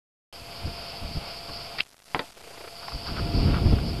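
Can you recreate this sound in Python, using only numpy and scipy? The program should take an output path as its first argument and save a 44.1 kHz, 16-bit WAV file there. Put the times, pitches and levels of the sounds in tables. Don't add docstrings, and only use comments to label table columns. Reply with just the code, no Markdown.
import sys
import numpy as np
from scipy import signal
from scipy.fft import rfft, irfft
from scipy.io import wavfile
from scipy.ndimage import uniform_filter1d

SR = 44100
rng = np.random.default_rng(int(sys.argv[2]) if len(sys.argv) > 2 else 0)


def store_wav(level_fs):
    pcm = np.round(np.clip(np.atleast_2d(level_fs), -1, 1) * 32767)
    wavfile.write(sys.argv[1], SR, pcm.T.astype(np.int16))


N = 176400
T = np.arange(N) / SR
START_S = 0.3263

# time_s, level_db
BACKGROUND_LEVELS = [(.326, -4.5), (.43, -5.5), (.55, -1.5), (.9, -1), (1.3, 0.5), (1.808, -0.5),
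                     (1.83, -19), (2.0, -17), (2.13, -14), (2.25, -8), (2.31, -14), (2.35, -17),
                     (2.362, -14.5), (2.6, -7), (2.95, -1), (3.45, 4), (3.8, 0), (4.0, -0.5)]
CICADA_LEVELS = [(.33, -43.5), (.834, -42), (.894, -39), (1.024, -45), (1.154, -39.5), (1.196, -47.5),
                 (1.31, -41), (1.436, -45.5), (1.554, -40), (1.6, -42), (2.4, -47.5), (2.75, -45),
                 (3.0, -40), (3.176, -41), (3.25, -45), (3.31, -41), (3.53, -43.5), (3.61, -47.5),
                 (3.70, -39.5), (3.8, -47.5), (3.89, -38.5), (4.0, -48)]
BREEZE_LEVELS = [(.33, -57.5), (.52, -45.5), (1.0, -47.5), (1.35, -49.5), (1.6, -48.5), (1.8, -52),
                 (1.85, -67.5), (2.3, -67.5), (2.85, -56), (3.05, -38.5), (3.2, -29.5), (3.42, -22),
                 (3.56, -24), (3.68, -21.5), (3.8, -28), (3.88, -25.5), (4.0, -32.5)]
# pitch_hz, level_db
AIR_COLOUR = [(30, -3.5), (120, -4), (300, -8.5), (450, -3.5), (570, -1.5), (720, 0), (1100, -5),
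              (1400, -5.5), (1800, -14), (2150, -7), (2550, -4.5), (3200, -6), (3800, -10), (5200, -15),
              (5900, -41)]
CICADA_COLOUR = [(3700, -33.5), (4250, -10), (4600, -0.5), (4900, -3.5), (5200, -5.5), (5500, -13),
                 (5900, -31)]
BREEZE_COLOUR = [(15, -14), (35, -4.5), (60, 1.5), (100, -2), (150, -4), (220, -9.5), (350, -14),
                 (600, -24), (1200, -38), (3000, -59.5)]
GUST_COLOUR = [(15, -7.5), (35, 2), (90, -0.5), (250, -12.5), (700, -29.5), (3000, -54)]
# pitch_hz, level_db
HUM_TONES = [(685.6, -48), (452.3, -59), (1365, -61.5)]
# peak_s, half_length_s, level_db
WIND_GUSTS = [(0.671, 0.033, -27.5), (0.766, 0.0088, -40), (1.037, .022, -29.5), (1.103, 0.027, -35),
              (1.171, 0.017, -23.5), (1.499, 0.011, -30), (2.952, 0.017, -31), (3.665, 0.012, -14.5),
              (3.729, 0.012, -12.5)]
SHOE_SCUFFS = [(1.492, 0.011, -42.5), (2.839, .018, -46.5), (3.08, 0.023, -37.5), (3.18, 0.023, -36.5),
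               (3.477, 0.012, -37.5), (3.553, 0.03, -36), (3.788, .024, -43.5)]
# start_s, level_db
PEBBLE_CLICKS = [(1.342, -39.5), (2.882, -27), (2.92, -32.5), (3.51, -31.5)]
# pitch_hz, level_db
GRAVEL_COLOUR = [(400, -18), (800, -9), (1050, -6), (1450, 0), (1800, -13.5), (2700, -13), (4000, -19),
                 (6000, -41)]
PEBBLE_COLOUR = [(400, -12.5), (750, -4.5), (1000, 3), (1400, -6), (2200, -14.5), (3500, -24), (6000, -21)]
# pitch_hz, level_db
SLIP_COLOUR = [(100, -14), (2200, 4.5), (3900, 0.5), (4800, 6), (5400, -5), (6000, -38)]
RASP_COLOUR = [(1300, -10), (2800, 4), (3800, -3.5), (5000, -4), (5900, -36)]
# start_s, thud_db, crack_db, block_ring_db, splinter_db, shaft_ring_db
TARGET_BLOWS = [(2.147, -24.5, -9.5, -24.5, -36, -36.5), (2.1563, -29.5, -31, -31, -62, -60),
                (2.193, -43.5, -34, -50, -22.5, -24), (2.1951, -30.5, -25, -26, -38, -33)]
# pitch_hz, level_db, fade_s (time to fall 60 dB)
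BLOCK_TONES = [(275, -3, 0.13), (430, -4, .09), (497.6, -2.5, 0.091), (709, -0.5, .075), (874, -1, 0.12),
               (1062, 0.5, .065), (1324, -1.5, 0.045), (1730, -9.5, 0.056), (1990, -6, 0.073)]
SHAFT_TONES = [(1475, -6.5, .09), (1826, -7.5, 0.082), (2400, -14, 0.07), (3170, -15.5, 0.077),
               (3740, -12, 0.13), (4760, -15, .08)]
# pitch_hz, level_db
THUD_COLOUR = [(50, -4), (150, 0), (500, 4.5), (1000, 0), (1500, -5.5), (2300, -8.5), (3200, -17),
               (5000, -18), (6000, -54)]
CRACK_COLOUR = [(100, -19), (600, -6.5), (1100, -3), (1550, -4), (2200, 0), (2750, -7.5), (3300, -3),
                (3750, -30), (4900, -13), (5700, -53)]
SPLINTER_COLOUR = [(300, -13), (2000, 3), (2900, -17.5), (3700, 3), (4300, -12), (4800, -2), (5900, -46)]
QUIVER_COLOUR = [(200, -14), (450, 6), (900, -3), (1400, -6.5), (2300, -5), (3500, -16.5), (5000, -9.5),
                 (6000, -28)]


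def gain(db):
    return 10 ** (np.asarray(db) / 20)


def curve(levels):
    return gain(np.interp(T, *np.array(levels).T))


def spectrum(colour):
    hz, db = np.array(colour).T
    log_hz = np.log(np.maximum(np.arange(N // 2 + 1) * SR / N, 1))
    rolloff = np.exp(-10 * np.maximum(log_hz - np.log(hz[-1]), 0))
    return gain(np.interp(log_hz, np.log(hz), db)) * rolloff


def noise(colour):
    shaped = irfft(rfft(rng.standard_normal(N)) * spectrum(colour), N)
    return shaped / shaped.std()


def wander(rate_hz):
    drift = np.interp(T * rate_hz, np.arange(4096), rng.standard_normal(4096))
    drift = uniform_filter1d(drift, int(SR / rate_hz))
    return drift / drift.std()


def swell(peak_s, half_length_s):
    return np.exp(-np.minimum(((T - peak_s) / half_length_s) ** 2, 40))


def fade(start_s, fade_s):
    return (T >= start_s) * np.exp(-np.log(1000) * np.clip((T - start_s) / fade_s, 0, 10))


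def cicadas(buzz_hz=198.9, buzz_depth=.35, flicker_db=1.4):
    cycles = np.cumsum(buzz_hz * (1 + .12 * wander(30))) / SR
    buzz = 1 + buzz_depth * np.sin(2 * np.pi * cycles)
    return noise(CICADA_COLOUR) * buzz * curve(CICADA_LEVELS) * gain(flicker_db * wander(45))


def air():
    return noise(AIR_COLOUR) * gain(-42.5 + wander(14))


def hum(pitch_drift=.002, waver_db=1.5):
    phase = 2 * np.pi * np.cumsum(1 + pitch_drift * wander(25)) / SR
    return np.sqrt(2) * sum(gain(db + waver_db * wander(12)) * np.sin(hz * phase) for hz, db in HUM_TONES)


def wind(buffet_db=1.8):
    breeze = noise(BREEZE_COLOUR) * curve(BREEZE_LEVELS) * gain(buffet_db * wander(40))
    gusts = sum(gain(db) * swell(at, width) for at, width, db in WIND_GUSTS)
    return breeze + noise(GUST_COLOUR) * gusts


def gravel(grain_db=2.8):
    scuffs = sum(gain(db) * swell(at, width) for at, width, db in SHOE_SCUFFS)
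    grains = gain(grain_db * wander(300))
    clicks = sum(gain(db) * fade(at, fade_s=.029) for at, db in PEBBLE_CLICKS)
    return noise(GRAVEL_COLOUR) * scuffs * grains + noise(PEBBLE_COLOUR) * clicks


def string_slip():
    return noise(SLIP_COLOUR) * gain(-26) * swell(peak_s=1.7905, half_length_s=.0051)


def arrow_zip(start_s=1.798, length_s=.0099, from_hz=1800, to_hz=2950, chatter_hz=550):
    leaves_s = start_s + length_s
    speed = np.clip((T - start_s) / length_s, 0, 1)
    touching = (speed > 0) & (speed < 1)
    rub_level = uniform_filter1d(touching * gain(-35 + 19 * speed), size=24)
    chatter = 1 - .4 * np.cos(2 * np.pi * chatter_hz * (T - leaves_s))
    pitch_hz = from_hz + (to_hz - from_hz) * speed
    tone = np.sqrt(2) * np.sin(2 * np.pi * np.cumsum(pitch_hz) / SR)
    rasp = gain(-4.5) * noise(RASP_COLOUR)
    tail = gain(-33.5) * noise(RASP_COLOUR) * fade(leaves_s, fade_s=.06)
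    return rub_level * chatter * (tone + rasp) + tail


def ring(tones, start_s):
    t = T[:SR // 2]
    ringing = np.zeros(N)
    for hz, db, fade_s in tones:
        level = gain(db) * np.exp(-np.log(1000) * t / fade_s)
        ringing[:len(t)] += level * np.sin(2 * np.pi * (hz * t + rng.random()))
    return np.roll(ringing / 2, int(start_s * SR))


def point_crack():
    cepstrum = irfft(np.log(spectrum(CRACK_COLOUR) + gain(-80)), N)
    first_half = (T > 0) & (T < T[-1] / 2)
    click = irfft(np.exp(rfft(2 * cepstrum * first_half)), N)
    return click / np.abs(click).max()


def target_hit(echo_db=-21):
    crack = point_crack()
    hits = np.zeros(N)
    for at, thud_db, crack_db, block_db, splinter_db, shaft_db in TARGET_BLOWS:
        hits += gain(crack_db) * np.roll(crack, int(at * SR))
        hits += gain(thud_db) * noise(THUD_COLOUR) * fade(at, fade_s=.11)
        hits += gain(splinter_db) * noise(SPLINTER_COLOUR) * fade(at, fade_s=.035)
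        hits += gain(block_db) * ring(BLOCK_TONES, at)
        hits += gain(shaft_db) * (ring(SHAFT_TONES, at) + ring(SHAFT_TONES, at))
    hillside = rng.standard_normal(N) * fade(0, fade_s=.32)
    echo = signal.fftconvolve(hits, hillside / np.linalg.norm(hillside))[:N]
    return hits + gain(echo_db) * echo


def arrow_quiver(count, start_s=2.376, swing_s=.0338, rise_per_tap_db=.9, flicker_db=.5):
    taps = np.zeros(N)
    for k in range(count):
        taps += gain(-47.5 + rise_per_tap_db * k) * swell(start_s + k * swing_s, half_length_s=.0075)
    return noise(QUIVER_COLOUR) * taps * gain(flicker_db * wander(120))


def scene():
    background = (cicadas() + air() + hum()) * curve(BACKGROUND_LEVELS)
    mix = background + wind() + string_slip() + arrow_zip() + target_hit()
    mix += arrow_quiver(count=10) + gravel()
    return (mix * (T >= START_S))[None]


def record(dry, mic_top_hz=5900, step_db=-40.5, hiss_db=-63.5, top_hz=12950):
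    dull = signal.sosfiltfilt(signal.butter(8, mic_top_hz, fs=SR, output="sos"), dry)
    step = gain(step_db)
    stepped = step * np.round(dull / step - .24)
    electronic_hiss = gain(hiss_db) * rng.standard_normal(N) * (T >= START_S)
    treble_cut = signal.ellip(12, .1, 80, top_hz, fs=SR, output="sos")
    return signal.sosfilt(treble_cut, stepped + electronic_hiss)


dry = scene()
out = record(dry)
store_wav(out)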